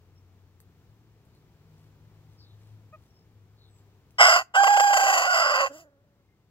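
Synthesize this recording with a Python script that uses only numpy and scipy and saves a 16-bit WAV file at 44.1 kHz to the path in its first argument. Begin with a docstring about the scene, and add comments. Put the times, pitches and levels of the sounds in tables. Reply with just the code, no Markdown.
"""Soft outdoor air and the hum of a far engine come first, with small birds, ticking twigs, a hen's
steps in dry leaves and one cluck. Then a rooster crows under a shrub a few steps away: a harsh short
note, a long one whose clear pitch keeps breaking into a rasp, and a soft closing groan. Breath drives
his membranes between regular and irregular oscillation, and the resonances of throat and beak filter
the pulses. Leaves and yard scatter the crow, and it pushes the microphone's automatic gain down."""
import sys
import numpy as np
from scipy import signal
from scipy.fft import rfft, irfft
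from scipy.io import wavfile
from scipy.ndimage import uniform_filter1d

SR = 44100
rng = np.random.default_rng(int(sys.argv[2]) if len(sys.argv) > 2 else 0)


def unload_audio(sound):
    """Save the sound as a 16-bit wav file, at the path given as the first command line argument."""
    columns = np.transpose(np.atleast_2d(sound))
    # keep every value between -1 and 1, then stretch to whole-number steps
    steps = np.round(np.clip(columns, -1, 1) * 32767)
    wavfile.write(sys.argv[1], SR, steps.astype(np.int16))


N = 286650
TIME = np.arange(N) / SR
BAND_LIMIT_HZ = 15850


def amp(db):
    """The decibel law: 20 dB is a tenfold amplitude."""
    return 10 ** (np.asarray(db) / 20)


def unit(x):
    """Normalisation to rms 1."""
    return x / np.sqrt(np.mean(x ** 2) + 1e-20)


def ages(length_s):
    """Uniform sampling: seconds since a sound's onset."""
    return np.arange(0, length_s, 1 / SR)


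def bump(t, centre, width):
    """A Gaussian hump of height 1."""
    return np.exp(-((t - centre) / width) ** 2)


def between(ends, share):
    """Linear interpolation between two ends."""
    return ends[0] + (ends[1] - ends[0]) * share


def follow(rows, t):
    """Linear interpolation of a table's columns at the times t."""
    times, *columns = np.transpose(rows)
    return [np.interp(t, times, column) for column in columns]


def spectrum(points, hz):
    """Interpolation on a log-frequency axis."""
    frequencies, values = np.transpose(points)
    return np.interp(np.log(hz + 1), np.log(frequencies + 1), values)


def add(mix, start_s, sound):
    """Superposition: a sound joins the mix at start_s."""
    part = mix[max(round(start_s * SR), 0):][:len(sound)]
    part += sound[:len(part)]


def wander(t, hz, size=16384):
    """Low-pass noise: a random fluctuation of rms 1 and a bandwidth of about hz."""
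    step_s = N / SR / size
    low_pass = bump(np.fft.rfftfreq(size, step_s), 0, hz)
    slow = irfft(rfft(rng.standard_normal(size)) * low_pass, size)
    return np.interp(t, np.arange(size) * step_s, unit(slow))


# Spectrum of the outdoor air: frequency_hz, relative_density_db
AIR_SPECTRUM = [(15, -42.5), (25, -28), (64, -10), (102, -8.5), (157, -11.5), (235, -19.5), (437, -21),
                (557, -28.5), (850, -28.5), (1600, -34.5), (5980, -42.5), (7630, -45.5), (9460, -53),
                (15800, -42.5)]
# Likeness of the air at left and right: frequency_hz, coherence_ratio
AIR_COHERENCE = [(500, 0.95), (1700, .5), (5000, .2)]

def air(level_db=-60.8, swell_db=2):
    """Partial coherence: outdoor noise is nearly alike on both sides at long wavelengths."""
    hz = np.fft.rfftfreq(N, 1 / SR)
    left, independent = rfft(rng.standard_normal((2, N)))
    coherence = np.clip(spectrum(AIR_COHERENCE, hz), 0, 1)
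    right = coherence * left + np.sqrt(1 - coherence ** 2) * independent
    noise = irfft(np.array([left, right]) * amp(spectrum(AIR_SPECTRUM, hz)), N)
    drift_db = .6 * wander(TIME, hz=3) + swell_db * bump(TIME, centre=2.3, width=.7)
    return unit(noise) * amp(level_db + drift_db)


def hum(hz, db, waver_db, drift=.015):
    """Fluctuating propagation: a far low tone wavers on its way through the air."""
    cycles = np.cumsum(hz * (1 + drift * wander(TIME, hz=12))) / SR
    return unit(np.sin(2 * np.pi * cycles)) * amp(db + waver_db * wander(TIME, hz=15))


# Course of the far engine: time_s, pitch_hz, level_db
ENGINE_COURSE = [(0.04, 92.8, -59), (0.57, 93.1, -60), (0.73, 95.3, -62), (0.98, 110, -59),
                 (1.51, 112, -67), (1.6, 96.9, -66), (1.97, 104, -59), (2.79, 104, -53), (3.07, 104, -65),
                 (3.19, 111, -82), (3.29, 104, -60), (3.9, 101, -56), (4.09, 101, -70)]

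def engines(drone_hz=153, rise_hz_per_s=8, drone_db=-61.5, peak_s=1.95, width_s=.45):
    """Periodic motion: a far engine hums throughout, and a higher, rising drone swells once."""
    from_peak_s = TIME - peak_s
    drone = hum(drone_hz + rise_hz_per_s * from_peak_s, drone_db, waver_db=3)
    swell = 1 / (1 + (from_peak_s / width_s) ** 2)
    return hum(*follow(ENGINE_COURSE, TIME), waver_db=1.5) + drone * swell


# Scatter from leaves and ground: frequency_hz, gain_db
LEAF_SCATTER = [(500, -26.5), (1300, -14.5), (2000, -22), (5000, -9.5), (8000, -1), (14000, 1.5)]
# Reverberation time of the yard: frequency_hz, t60_s
YARD_DECAY = [(800, 0.6), (2100, 0.42), (15000, 0.11)]

def reverberation(x, leaves_t60_s=.11, yard_db=-36):
    """Diffuse scattering: a quick decay from the shrub and a faint longer one from the yard."""
    hz, t, noise = signal.stft(rng.standard_normal((2, SR // 2)), SR, nperseg=256)
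    yard_t60_s = spectrum(YARD_DECAY, hz)[:, None]
    leaves = amp(spectrum(LEAF_SCATTER, hz)[:, None] - 60 * t / leaves_t60_s) / np.sqrt(leaves_t60_s)
    yard = amp(yard_db - 60 * t / yard_t60_s) / np.sqrt(yard_t60_s)
    tail = signal.istft(noise * (leaves + yard) * (t > 0), SR, nperseg=256)[1]
    tail *= np.sqrt(2 * np.log(1000) / SR)  # normalises the energy of an exponential decay
    return signal.fftconvolve(x[None], tail, axes=1)[:, :N]


# The hen's steps: start_s, length_s, level_db
HEN_STEPS = [(1.68, .24, -78), (2.28, .1, -77), (2.55, .22, -75), (2.98, .13, -78), (3.72, .12, -77)]

def leaf_steps(band_hz=(2000, 5500), crackle_db=5):
    """Amplitude-modulated noise: dry leaves crackle under a hen's feet."""
    out = np.zeros(N)
    for start_s, length_s, db in HEN_STEPS:
        age = ages(length_s)
        grains = rng.standard_normal(N)[:len(age)] * amp(crackle_db * wander(start_s + age, hz=250))
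        crackle = signal.lfilter(*signal.butter(1, band_hz, "band", fs=SR), grains)
        add(out, start_s, unit(crackle) * amp(db) * np.sin(np.pi * age / length_s))
    return out


# Chirps: start_s, length_s, start_pitch_hz, end_pitch_hz, level_db, buzz_width_hz
BIRD_CHIRPS = [(.15, 0.063, 5500, 5480, -79, 80), (1.32, .07, 4500, 4200, -77, 300),
               (2.37, 0.095, 5117, 4650, -64, 600), (2.381, 0.19, 4100, 3800, -71, 503),
               (3.059, .19, 5740, 5220, -77, 150), (3.561, 0.16, 4330, 3830, -70.5, 450),
               (3.659, 0.19, 8360, 7500, -79, 150), (6.108, 0.37, 2166, 2095, -85, 39.04)]

def small_birds():
    """Modulation sidebands: a random buzz widens each falling tone into a narrow band."""
    out = np.zeros(N)
    for start_s, length_s, start_hz, end_hz, db, buzz_hz in BIRD_CHIRPS:
        age = ages(length_s)
        cycles = np.cumsum(between((end_hz, start_hz), (1 - age / length_s) ** 2)) / SR
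        chirp = 2 * wander(age, buzz_hz) * np.sin(2 * np.pi * cycles)
        add(out, start_s, chirp * amp(db) * np.sin(np.pi * age / length_s))
    return out


# Snaps of dry twigs: start_s, onset_level_db
TWIG_SNAPS = [(0.603, -48), (1.2526, -62), (1.3503, -60), (4.1076, -56)]

def twigs(decay_s=.001):
    """Impulsive excitation: each snap is a broadband burst that decays exponentially."""
    out = np.zeros(N)
    age = np.arange(SR // 20) / SR
    for start_s, db in TWIG_SNAPS:
        add(out, start_s, amp(db) * rng.standard_normal(len(age)) * np.exp(-age / decay_s))
    return out


def soft_call(t, hz, harmonics, jitter):
    """A harmonic series on a jittering pitch: a quiet voice with the beak nearly shut."""
    cycles = np.cumsum(hz * (1 + jitter * wander(t, hz=150))) / SR
    return unit(sum(amp(db) * np.sin(2 * np.pi * round(k) * cycles) for k, db in harmonics))


# Partials of the cluck: harmonic_number, relative_level_db
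CLUCK_HARMONICS = [(1, 2), (2, 5), (3, -10), (4, -6.5)]

def cluck(start_s=2.924, length_s=.04, pitch_hz=585, level_db=-47, lift=.08):
    """Joint modulation: pitch and amplitude follow one short arch."""
    out = np.zeros(N)
    age = ages(length_s)
    arch = np.sin(np.pi * age / length_s)
    voice = soft_call(start_s + age, pitch_hz * (1 + lift * arch), CLUCK_HARMONICS, jitter=.011)
    add(out, start_s, voice * amp(level_db) * arch)
    return out


# Resonances of throat and beak: centre_hz, width_hz, gain_db
FORMANTS = [(270, 240, -12), (623, 185, 3.2), (804, 119, 3.5), (1110, 280, 1.8), (1415, 370, .5),
            (1967, 260, -.5), (2790, 620, -7), (4843, 550, -11), (5946, 2600, -22), (7217, 893, -15.2),
            (9250, 1600, -35), (12070, 1300, -33), (14300, 1600, -35)]
# Opening of the beak: time_s, opening_ratio
BEAK_OPENING = [(4.19, .9), (4.31, .7), (4.42, .45), (4.56, .05), (5.17, .05), (5.33, .6), (5.47, .99),
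                (5.66, .25)]

def throat(x, t, cutoff_hz=460, treble_hz=3800, ring_hz=(1390, 2100), settle_s=.09, shrill_hz=5000):
    """Source-filter principle: formants slide as neck and beak move; the beak radiates little bass."""
    hz, age, source = signal.stft(x, SR, nperseg=1024, noverlap=768)
    frame_s = t[0] + age
    progress = np.minimum(age * SR / len(t), 1)
    gape, = follow(BEAK_OPENING, frame_s)
    quiver = .009 * wander(frame_s, hz=25)  # of the straining neck
    stretch = between((1.025, .95), progress) + .045 * gape + quiver
    tract_hz = hz[:, None] / stretch + 1
    power, lag = 0, 0
    for centre_hz, width_hz, db in FORMANTS:
        detune = 2 * (tract_hz - centre_hz) / width_hz
        power = power + (amp(db) / (1 + detune ** 2 / 2) ** 2) ** 2
        lag = lag + np.arctan(detune)  # each resonance rings on after a pulse
    # the beak's ring starts high and settles; it and the shrill edge grow as the beak opens
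    ring_centre_hz = between(ring_hz, bump(age, 0, settle_s))
    ring_db = between((-7, 6), gape) * bump(tract_hz, ring_centre_hz, width=260)
    shrill_db = between((-5, 12), gape) * bump(tract_hz, shrill_hz, width=560)
    flicker_db = 2 * wander(frame_s, hz=70)
    treble_db = between((-4, 2.8), np.sin(np.pi * progress)) - 3.5 * gape + flicker_db
    shelf_db = treble_db / (1 + (treble_hz / tract_hz) ** 6)
    gain = np.sqrt(power) * amp(ring_db + shrill_db + shelf_db) / (1 + (cutoff_hz / tract_hz) ** 4)
    radiated = signal.istft(source * gain * np.exp(-1j * lag), SR, nperseg=1024, noverlap=768)[1]
    return unit(radiated[:len(t)])


def wheeze(start_s=5.69, length_s=.16, level_db=-48.5, hiss_db=-14):
    """Flow noise: air rasps through the rooster's throat and hisses past his beak."""
    age = ages(length_s)
    flow = rng.standard_normal(N)[:len(age)]
    rasp = throat(np.diff(flow, prepend=0), start_s + age) + amp(hiss_db) * flow
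    return start_s, rasp * amp(level_db) * np.sin(np.pi * age / length_s)


# Partials of the groan: harmonic_number, relative_level_db
GROAN_HARMONICS = [(1, -4), (2, 3.5), (3, -12.5), (4, -14), (5, -12), (6, -10)]

def groan(start_s=5.685, length_s=.56, pitch_hz=283, level_db=-35, attack_s=.045, fade_s=.3):
    """Decaying oscillation: the last air leaves an octave lower, unsteadily, as the neck sinks."""
    age = ages(length_s)
    t = start_s + age
    lift = .18 * bump(t, centre=5.8, width=.055)
    voice = soft_call(t, pitch_hz * (1 + lift), GROAN_HARMONICS, jitter=.04)
    fade_db = -44 * (1 - np.exp(-age / fade_s))
    waver_db = 2.5 * wander(t, hz=30)
    envelope = np.minimum(age / attack_s, 1) * signal.windows.tukey(len(t), .05)
    return start_s, voice * amp(level_db + fade_db + waver_db) * envelope


def pulses(cycles, hz, octave_db, upper_db):
    """Fourier synthesis: harmonics in phase, up to the band limit, add to one pulse a cycle."""
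    phase = 2 * np.pi * cycles
    upper = sum((k * hz < BAND_LIMIT_HZ) * np.cos(k * phase) for k in range(3, 29))
    return unit(np.cos(phase) + amp(octave_db) * np.cos(2 * phase) + amp(upper_db) * upper)


def clear_voice(t, hz, hiss=.11):
    """Periodic oscillation: the membranes beat regularly, with slight flutter and a little air."""
    flutter = .011 * wander(t, hz=70) + .012 * wander(t, hz=700)
    cycles = np.cumsum(hz * (1 + flutter)) / SR
    beat = pulses(cycles, hz, octave_db=2, upper_db=-6)
    return throat(beat + hiss * rng.standard_normal(N)[:len(t)], t)


def harsh_voice(t, hz, jitter=.082, doubling=.99, hiss=.56):
    """Period doubling: overblown membranes give uneven pulses, strong and weak in turn, with puffs."""
    cycles = np.cumsum(hz * (1 + jitter * wander(t, hz=140))) / SR
    strength = 1 + doubling * np.cos(np.pi * cycles + 2 * wander(t, hz=50))
    beat = unit(strength * pulses(cycles, hz, octave_db=0, upper_db=2.5))
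    puffs = unit(np.exp(-2 * (cycles % 1)) * rng.standard_normal(N)[:len(t)])
    voice = throat(beat + hiss * puffs, t)
    swing = np.sqrt(abs(uniform_filter1d(voice ** 2, size=500)) + 1e-9)
    shudder_db = 1.3 * wander(t, hz=110)
    return unit(voice / swing * amp(shudder_db))  # air pressure holds the swing steady


# Spells of clear tone: start_s, length_s, clarity_ratio
LOCKED_SPELLS = [(4.556, .6, .93), (5.255, .1, .68), (5.625, .04, .7)]

def clarity(t, lock_s=.016, fray_power=6):
    """Mode locking, 0-1: the membranes lock quickly into a regular beat and fray as a spell ends."""
    locked = 0
    for start_s, length_s, depth in LOCKED_SPELLS:
        onset = np.clip((t - start_s) / lock_s, 0, 1)
        hold = 1 - np.clip((t - start_s) / length_s, 0, 1) ** fray_power
        locked = locked + depth * onset * hold
    return locked


def pitch_contour(t, age, length_s, top_hz, squeak_hz=1040, low_hz=558, drop_at_s=5.42, drop_s=.06):
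    """Frequency glide: a squeak, a scoop up into an arch and, late in the crow, a low register."""
    droop = .4 * (age - .22 * length_s) ** 2
    scoop = .06 * bump(age, 0, width=.04)
    hz = top_hz * (1 - droop - scoop)
    hz = between((hz, low_hz), np.clip((t - drop_at_s) / drop_s, 0, 1))
    return between((hz, squeak_hz), bump(age, 0, width=.014))


# Breaks of the clear tone into a rasp: time_s
VOICE_BREAKS = [4.641, 4.676, 4.772, 4.804, 4.938, 4.974, 5.004]

def crow_note(start_s, length_s, effort_db, top_hz, attack_s, release_s, tremor_hz=30, break_s=.012):
    """Bifurcation: the voice passes back and forth between the clear and the harsh regime."""
    age = ages(length_s)
    t = start_s + age
    rough = 1 - clarity(t)
    fraying = np.sin(np.pi * rough) ** 2  # the voice shivers most halfway between the regimes
    tremor = np.cos(2 * np.pi * tremor_hz * (t - VOICE_BREAKS[0]))
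    breaks = sum(np.exp(-(2 * (t - s) / break_s) ** 4) for s in VOICE_BREAKS)
    # at each shiver and each break the tone roughens and the pitch sags
    blend = np.pi / 2 * np.clip(.93 * rough + .08 * (1 + fraying) * tremor + breaks, 0, 1)
    shiver_sag = .006 * tremor + .02 * fraying * (1 + tremor)
    break_sag = .028 * sum(bump(t, s, width=.018) for s in VOICE_BREAKS)
    hz = pitch_contour(t, age, length_s, top_hz) * (1 - shiver_sag - break_sag)
    voice = np.cos(blend) * clear_voice(t, hz) + np.sin(blend) * harsh_voice(t, hz)
    spent_db = -9.5 * age / length_s  # the air runs out
    dips_db = -3.5 * bump(t, centre=5.23, width=.09) - 2 * breaks  # one falter, and the breaks
    envelope = np.minimum(age / attack_s, 1) * np.minimum((length_s - age) / release_s, 1)
    return start_s, voice * amp(effort_db + spent_db + dips_db) * envelope


# Notes of the crow: start_s, length_s, effort_db, top_pitch_hz, attack_s, release_s
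CROW_NOTES = [(4.183, .25, -4, 705, .035, .075), (4.538, 1.15, -7.4, 822, .042, .04)]

def rooster():
    """Breath-driven phonation: two loud notes, then the groan with its thin wheeze."""
    out = np.zeros(N)
    for note in CROW_NOTES:
        add(out, *crow_note(*note))
    add(out, *groan())
    add(out, *wheeze())
    return out


def ports(x, lead, balance):
    """Path difference and diffraction: the left port hears first, and the housing shades each port."""
    hz = np.fft.rfftfreq(N, 1 / SR)
    left_gain = amp(spectrum(balance, hz))
    lead_s = spectrum(lead, hz) / 1000
    pair = np.array([left_gain * np.exp(2j * np.pi * hz * lead_s), np.ones(len(hz))])
    equal_power = np.sqrt(2 / (1 + left_gain ** 2))
    return irfft(rfft(x) * pair * equal_power, N)


# Arrival at the microphone's two ports, for rooster and farm: frequency_hz, left_lead_ms
ROOSTER_ARRIVAL = [(400, .09), (800, .14), (1100, .13), (1400, .2), (1850, .27), (2200, .23), (2900, .205),
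                   (4200, .262), (12000, .25)]
FARM_ARRIVAL = [(100, .11), (3000, 0.096)]
# Balance between the ports, for rooster and farm: frequency_hz, left_minus_right_db
ROOSTER_BALANCE = [(300, -1), (800, -4.5), (1400, -6.5), (1900, 0), (2800, 0), (4800, -2), (7400, 4),
                   (11500, 0), (15000, 7)]
FARM_BALANCE = [(100, 4), (400, -1.5), (3000, 2), (12000, 6)]

def scene():
    """Superposition of direct and scattered sound: the rooster to one side, over the quiet farm."""
    crow = rooster()
    small_sounds = cluck() + leaf_steps() + small_birds() + twigs()
    farm = air() + small_sounds + engines()
    direct = ports(crow, ROOSTER_ARRIVAL, ROOSTER_BALANCE) + ports(farm, FARM_ARRIVAL, FARM_BALANCE)
    return direct + reverberation(crow + small_sounds)


def record(dry, threshold_db=-11.4, recover_db_per_s=.27):
    """Automatic gain control drops at once and creeps back; soft clipping and a low-pass follow."""
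    power_db = 10 * np.log10(abs(uniform_filter1d((dry ** 2).mean(0), size=2600)) + 1e-12)
    recovery_db = TIME * recover_db_per_s
    peak_db = np.maximum.accumulate(power_db + recovery_db) - recovery_db
    held = dry / amp(np.maximum(peak_db - threshold_db, 0))
    rounded = held / (1 + held ** 12) ** (1 / 12)
    low_pass = signal.firwin(511, BAND_LIMIT_HZ, window=("kaiser", 9), fs=SR)
    return signal.oaconvolve(rounded, low_pass[None], "same")


dry = scene()
out = record(dry)
unload_audio(out)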